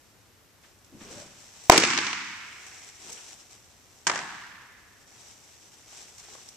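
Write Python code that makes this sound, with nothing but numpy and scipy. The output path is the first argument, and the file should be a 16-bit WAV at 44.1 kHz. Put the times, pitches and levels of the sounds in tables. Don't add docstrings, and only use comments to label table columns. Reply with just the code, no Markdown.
import sys
import numpy as np
from scipy import signal
from scipy.fft import rfft, irfft, next_fast_len
from scipy.io import wavfile
from scipy.ndimage import map_coordinates

SR = 44100
rng = np.random.default_rng(int(sys.argv[2]) if len(sys.argv) > 2 else 0)


def transcribe(signal):
    frames = np.atleast_2d(signal).T
    limited = np.clip(frames, -1, 1)
    pcm = np.round(limited * 32767).astype(np.int16)
    wavfile.write(sys.argv[1], SR, pcm)


N = 289472
POP_S, FAR_S = 1.6973, 4.0686


def amp(db):
    return 10 ** (np.asarray(db) / 20)


def unit(x):
    return x / np.sqrt(np.mean(x ** 2) + 1e-20)


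def along(points, hz):
    freqs, values = np.transpose(points)
    return np.interp(np.log(hz + 1), np.log(freqs + 1), values)


def wobble(rate, size=N):
    knots = rng.standard_normal(int(size * rate / SR) + 4)
    return map_coordinates(knots, [np.arange(size) * rate / SR])


def filtered(x, response):
    size = x.shape[-1]
    padded = next_fast_len(size + size // 8)
    return irfft(rfft(x, padded) * response(np.fft.rfftfreq(padded, 1 / SR)), padded)[..., :size]


def thinned(x, low_hz):
    return signal.sosfilt(signal.butter(2, low_hz, "highpass", fs=SR, output="sos"), x)


def panned(db):
    return amp(np.array([[.5], [-.5]]) * db)


def placed(s, x):
    out = np.zeros((2, N))
    start = round(s * SR)
    out[:, start:start + x.shape[-1]] += x[..., :N - start]
    return out


def noise(colour, likeness, size=N, tilt_db=0):
    def gains(hz):
        width = np.arccos(np.clip(along(likeness, hz), -1, 1)) / 2
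        return amp(along(colour, hz) + tilt_db * np.log2(hz + 1)) * [np.cos(width), np.sin(width)]
    mid, side = filtered(rng.standard_normal((2, size)), gains)
    return unit(np.array([mid + side, mid - side]))


# (frequency [Hz], level [dB])
AIR_COLOUR = [(15, -33.5), (28, -15.5), (60, -7.5), (100, -3), (150, -11), (300, -11.5), (700, -16),
              (1200, -17), (1800, -17.5), (3000, -21.5), (6000, -23), (9500, -26.5), (14000, -26),
              (15000, -42.5)]
# (frequency [Hz], correlation [-1..1])
QUIET_LIKENESS = [(60, 0.5), (180, 0.57), (550, 0.73), (1650, 0.36), (4970, 0.28), (15000, 0.09)]
def room_tone():
    return amp(-59.5 + .33 * wobble(5.4)) * noise(AIR_COLOUR, QUIET_LIKENESS)


# (frequency [Hz], t60 [s])
HALL_DECAY = [(100, 1.3), (200, 1.6), (350, 0.83), (550, 0.6), (1000, 1.62), (1500, 1.83), (1780, 1.95),
              (2200, 2.1), (4000, 1.6), (6000, 1.4), (8000, 1), (13000, .6)]
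# (frequency [Hz], correlation [-1..1])
HALL_LIKENESS = [(100, 0.66), (300, 1), (640, .83), (1400, .55), (3100, 0.25), (6800, -0.031),
                 (15000, -0.077)]
def hall(s, colour, db, rise_s, delay_s, decay=HALL_DECAY):
    size = 2 * SR
    t = np.arange(size) / SR
    hz, age, spectrum = signal.stft(noise(colour, HALL_LIKENESS, size), SR, nperseg=512)
    fade = amp(-60 * age / along(decay, hz)[:, None])
    tail = signal.istft(spectrum * fade, SR, nperseg=512)[1][:, :size]
    grain = amp(3 * np.exp(-t / .7) * np.tanh(wobble(420, size)))
    swell = 1 - np.exp(-t / rise_s)
    return placed(s + delay_s, amp(db) * tail * grain * swell * panned(-1.1))


def burst(colour, t60, tilt_db=0, size=8192):
    t = np.arange(size) / SR
    fade = amp(-60 * t / t60) * (1 - np.exp(-t / .0003))
    puff = noise(colour, HALL_LIKENESS, size, tilt_db) * fade
    return unit(puff) * np.sqrt(np.mean(fade ** 2))


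def bumps(blows, hz, t60):
    colour = [(hz / 5, -18), (hz / 2, -1), (hz * 1.5, 0), (hz * 3, -18), (hz * 20, -45)]
    return sum(placed(s, amp(db) * burst(colour, t60)) for s, db in blows)


def stroke(s, length, rise=.45, fall=.6):
    age = (np.arange(N) / SR - s) / length
    return 1 / np.sqrt(1 + (age / np.where(age < 0, rise, fall)) ** 4)


# (time [s], level [dB])
RUSTLE_LEVEL = [(0, -64), (.55, -72), (.95, -64.5), (1.3, -54.5), (1.68, -49), (2.45, -55), (3.35, -53.5),
                (3.87, -61), (4.05, -57), (4.8, -65), (5.3, -55.5), (5.8, -56.5), (6.56, -53.5)]
# (frequency [Hz], level [dB])
FABRIC_COLOUR = [(150, -24.5), (400, -7), (550, -14.5), (750, -5), (1000, -10.5), (1500, -10.5), (2400, -7),
                 (4700, -7.5), (5900, 1.5), (6700, -5.5), (7500, -1.5), (10000, -19), (14000, -28.5)]
# (frequency [Hz], left over right [dB])
FABRIC_PAN = [(300, 8), (1300, 4), (3000, 1.48)]
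# (peak time [s], level [dB], length [s])
JERSEY_SWISHES = [(0.665, -62.5, 0.078), (1.034, -51.5, 0.067), (1.16, -47, 0.12), (2.738, -50, .3),
                  (3.114, -46, 0.17), (3.288, -50, .09), (3.531, -55, 0.047), (5.223, -52, 0.17),
                  (5.982, -47.5, .13), (6.273, -50.5, 0.23)]
# (time [s], level [dB])
GEAR_SNAPS = [(.787, -58), (.8455, -52), (1.6383, -43), (1.6562, -44.5), (2.6657, -42), (3.0996, -35),
              (3.1208, -38.5), (3.1279, -33), (6.1815, -41), (6.4878, -37.5)]
# (time [s], level [dB])
GEAR_KNOCKS = [(3.095, -47), (5.928, -48.5), (6.285, -48.5), (6.351, -41), (6.382, -50)]
def clothes():
    rustle = amp(np.interp(np.arange(N) / SR, *np.transpose(RUSTLE_LEVEL)))
    swish = np.sqrt(sum((amp(db) * stroke(s, length)) ** 2 for s, db, length in JERSEY_SWISHES))
    fibres = filtered(noise(FABRIC_COLOUR, QUIET_LIKENESS), lambda hz: panned(along(FABRIC_PAN, hz)))
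    grain = amp(1.2 * wobble(45) + 1.8 * wobble(700))
    out = np.hypot(rustle, swish) * unit(fibres * grain)
    for s, db in GEAR_SNAPS:
        out += placed(s, amp(db) * burst(FABRIC_COLOUR, t60=.039, tilt_db=5.5))
    return out + bumps(GEAR_KNOCKS, hz=760, t60=.033)


# (time [s], level [dB])
STRIDE_THUDS = [(.923, -48), (.948, -48), (1.015, -47.5), (1.159, -47)]
# (time [s], level [dB])
SHOE_SCUFFS = [(.635, -55.5), (1.005, -51), (3.17, -49), (6.24, -56)]
# (peak time [s], length [s], pitch [Hz], whirr level [dB], scrape level [dB])
RUB_STROKES = [(1.125, .16, 490, -52, -50), (3.087, .08, 410, -56, -58), (6.31, .06, 400, -63, -62)]
# (frequency [Hz], level [dB])
SCRAPE_COLOUR = [(80, -3), (200, 7), (700, -3), (1500, -5), (3000, -7.5), (6000, -13), (12000, -33.5)]
def steps_and_rubs(glide_oct_per_s=3.7):
    out = bumps(STRIDE_THUDS, hz=182, t60=.27) + bumps(SHOE_SCUFFS, hz=1992, t60=.27)
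    t = np.arange(N) / SR
    for s, length, hz, whirr_db, scrape_db in RUB_STROKES:
        pitch = hz * 2 ** (glide_oct_per_s * np.clip(t - s, -length, length / 2))
        phase = 2 * np.pi * np.cumsum(pitch) / SR
        whirr = unit(wobble(130) * np.sin(phase) + wobble(130) * np.cos(phase))
        scrape = noise(SCRAPE_COLOUR, QUIET_LIKENESS)
        out += stroke(s, length) * (amp(whirr_db) * whirr + amp(scrape_db) * scrape)
    return out + hall(STRIDE_THUDS[-1][0], SCRAPE_COLOUR, db=-52, rise_s=.03, delay_s=.01)


def ringing(modes):
    t = np.arange(8192) / SR
    return sum(amp(db - 60 * t / t60) * np.sin(2 * np.pi * hz * t) for hz, db, t60 in modes)


def slaps(paths, start, colour, t60, pan_db, low_hz, air_db_per_s, smear=.025):
    out = np.zeros((2, N))
    for s, db, tilt_db in paths:
        delay = s - start
        dulled = [(hz, level - air_db_per_s * delay * (hz / 10000) ** 2) for hz, level in colour]
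        out += placed(s, amp(db) * burst(dulled, t60 + smear * delay, tilt_db))
    return thinned(out, low_hz) * panned(pan_db)


# (frequency [Hz], level [dB], t60 [s])
GLOVE_MODES = [(170, -5, 0.053), (373, -13.5, 0.057), (655, -17.5, 0.076), (966, -5.5, 0.055),
               (1037, -11, 0.069), (1570, -10, 0.057), (2270, -13.5, 0.052), (3000, -10, 0.052)]
# (time [s], level [dB], tilt [dB/octave])
FAR_ARRIVALS = [(4.0686, -13.5, 1.5), (4.0745, -16.5, 3), (4.0972, -14.5, -4.5), (4.1148, -21.5, -3.5),
                (4.1485, -32, 3), (4.1573, -21, -3), (4.1755, -27, -1), (4.190, -24, -3)]
# (frequency [Hz], level [dB])
FAR_CRACK_COLOUR = [(60, -37), (200, -41), (600, -8), (1000, -4.5), (1600, 5), (2500, -4.5), (4200, -7.5),
                    (5600, -0.5), (6800, -1.5), (8400, -9.5), (10000, -25.5), (15000, -46)]
# (frequency [Hz], level [dB])
FAR_RING_COLOUR = [(50, -31), (160, -0.5), (260, -5), (370, 2), (520, -4), (680, 1.5), (950, 3.5),
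                   (1300, 1.5), (1600, 3), (1760, 5.5), (1950, -0.5), (2400, -4.5), (3700, -9),
                   (6000, -9.5), (8000, -7), (10000, -27), (14000, -40)]
def far_catch():
    knock = placed(FAR_S, amp(-15.5) * ringing(GLOVE_MODES))
    echoes = slaps(FAR_ARRIVALS, FAR_S, FAR_CRACK_COLOUR,
                   t60=.029, pan_db=-.7, low_hz=300, air_db_per_s=29)
    scatter = hall(FAR_S, FAR_CRACK_COLOUR, db=-26, rise_s=.002, delay_s=.003,
                   decay=[(200, .3), (2000, .15)])
    ring = hall(FAR_S, FAR_RING_COLOUR, db=-31, rise_s=.0071, delay_s=.004)
    return thinned(knock, low_hz=410) + echoes + scatter + ring


# (frequency [Hz], level [dB], t60 [s])
MITT_MODES = [(70.46, -6, 0.01), (367, 0, .022), (730, 8, 0.022), (992, 6.5, .02), (1471, -5, 0.015),
              (2126, 0.5, 0.013)]
# (frequency [Hz], level [dB])
NEAR_CRACK_COLOUR = [(100, -11.5), (350, -3.5), (620, -11.5), (1000, -3.5), (1500, -6.5), (2400, 0.5),
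                     (3500, -6), (6000, -2.5), (8000, -9), (10000, -15.5), (15000, -21)]
def mitt_pop(crack_t60=.02, contact_s=.0063, lag_s=.00008):
    t = np.arange(8192) / SR
    choke = .17 + .83 / (1 + (t / contact_s) ** 12)
    body = amp(3.3) * (1 - np.exp(-t / .00035)) * ringing(MITT_MODES)
    body_at_mics = np.array([np.interp(t - lag_s, t, body), body])
    overload = amp(-9) * amp(-60 * t / crack_t60) * panned(14)
    crack = amp(3) * choke * burst(NEAR_CRACK_COLOUR, crack_t60)
    return placed(POP_S, choke * (body_at_mics + overload + crack) * panned(-1.5))


# (frequency [Hz], level [dB])
SCATTER_COLOUR = [(60, -29), (160, -19.5), (260, -12.5), (330, 6.5), (420, 3), (560, -1), (750, 4.5),
                  (1350, -2), (1800, -14), (2400, -14), (3500, -21), (6000, -16), (9000, -26.5),
                  (14000, -41.5)]
# (frequency [Hz], level [dB])
NEAR_RING_COLOUR = [(50, -26), (110, -8.5), (200, -1.5), (260, 0.5), (335, 6.5), (430, -0.5), (550, -9.5),
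                    (750, -3.5), (950, 1), (1400, 1), (2300, 1.5), (3500, -5.5), (6000, -3), (8000, -5),
                    (10000, -28.5), (14000, -42)]
# (time [s], level [dB], tilt [dB/octave])
WALL_SLAPS = [(1.7196, -8.5, 1), (1.7245, -16, -0.5), (1.7622, -21.5, -0.5), (1.7774, -3, 3),
              (1.8003, -18, 5), (1.8367, -8, -0.5), (1.8504, -17, 1.5), (1.9025, -19, 4.5), (1.934, -19, 0),
              (1.9757, -15, 3), (1.9865, -14.5, 1), (2.0672, -21.5, 5), (2.1297, -22, 4)]
def near_catch():
    scatter = hall(POP_S, SCATTER_COLOUR, db=-14, rise_s=.0025, delay_s=.019,
                   decay=[(300, .51), (600, .25), (2000, .16)])
    ring = hall(POP_S, NEAR_RING_COLOUR, db=-18, rise_s=.012, delay_s=.005)
    end_wall = hall(POP_S, NEAR_RING_COLOUR, db=-34, rise_s=.01, delay_s=.285)
    direct = mitt_pop()
    echoes = slaps(WALL_SLAPS, POP_S, NEAR_CRACK_COLOUR,
                   t60=.019, pan_db=-.5, low_hz=150, air_db_per_s=89)
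    thump = bumps([(1.7795, -14)], hz=280, t60=.035)
    return direct + scatter + echoes + thump + ring + end_wall


def scene():
    return room_tone() + near_catch() + far_catch() + clothes() + steps_and_rubs()


# (frequency [Hz], left over right [dB])
MIC_PAN = [(1200, 1.5), (3300, -0.9), (4600, -2.5), (5900, -7.5), (7000, 4), (8100, 12), (9500, 8),
           (14000, 0.5)]
def record(dry, top_hz=15400):
    def resonances(hz):
        gains = panned(along(MIC_PAN, hz))
        return gains / np.sqrt(np.mean(gains ** 2, axis=0))
    clipped = np.clip(filtered(dry, resonances), -1, 1)
    return filtered(clipped, lambda hz: hz < top_hz)


dry = scene()
out = record(dry)
transcribe(out)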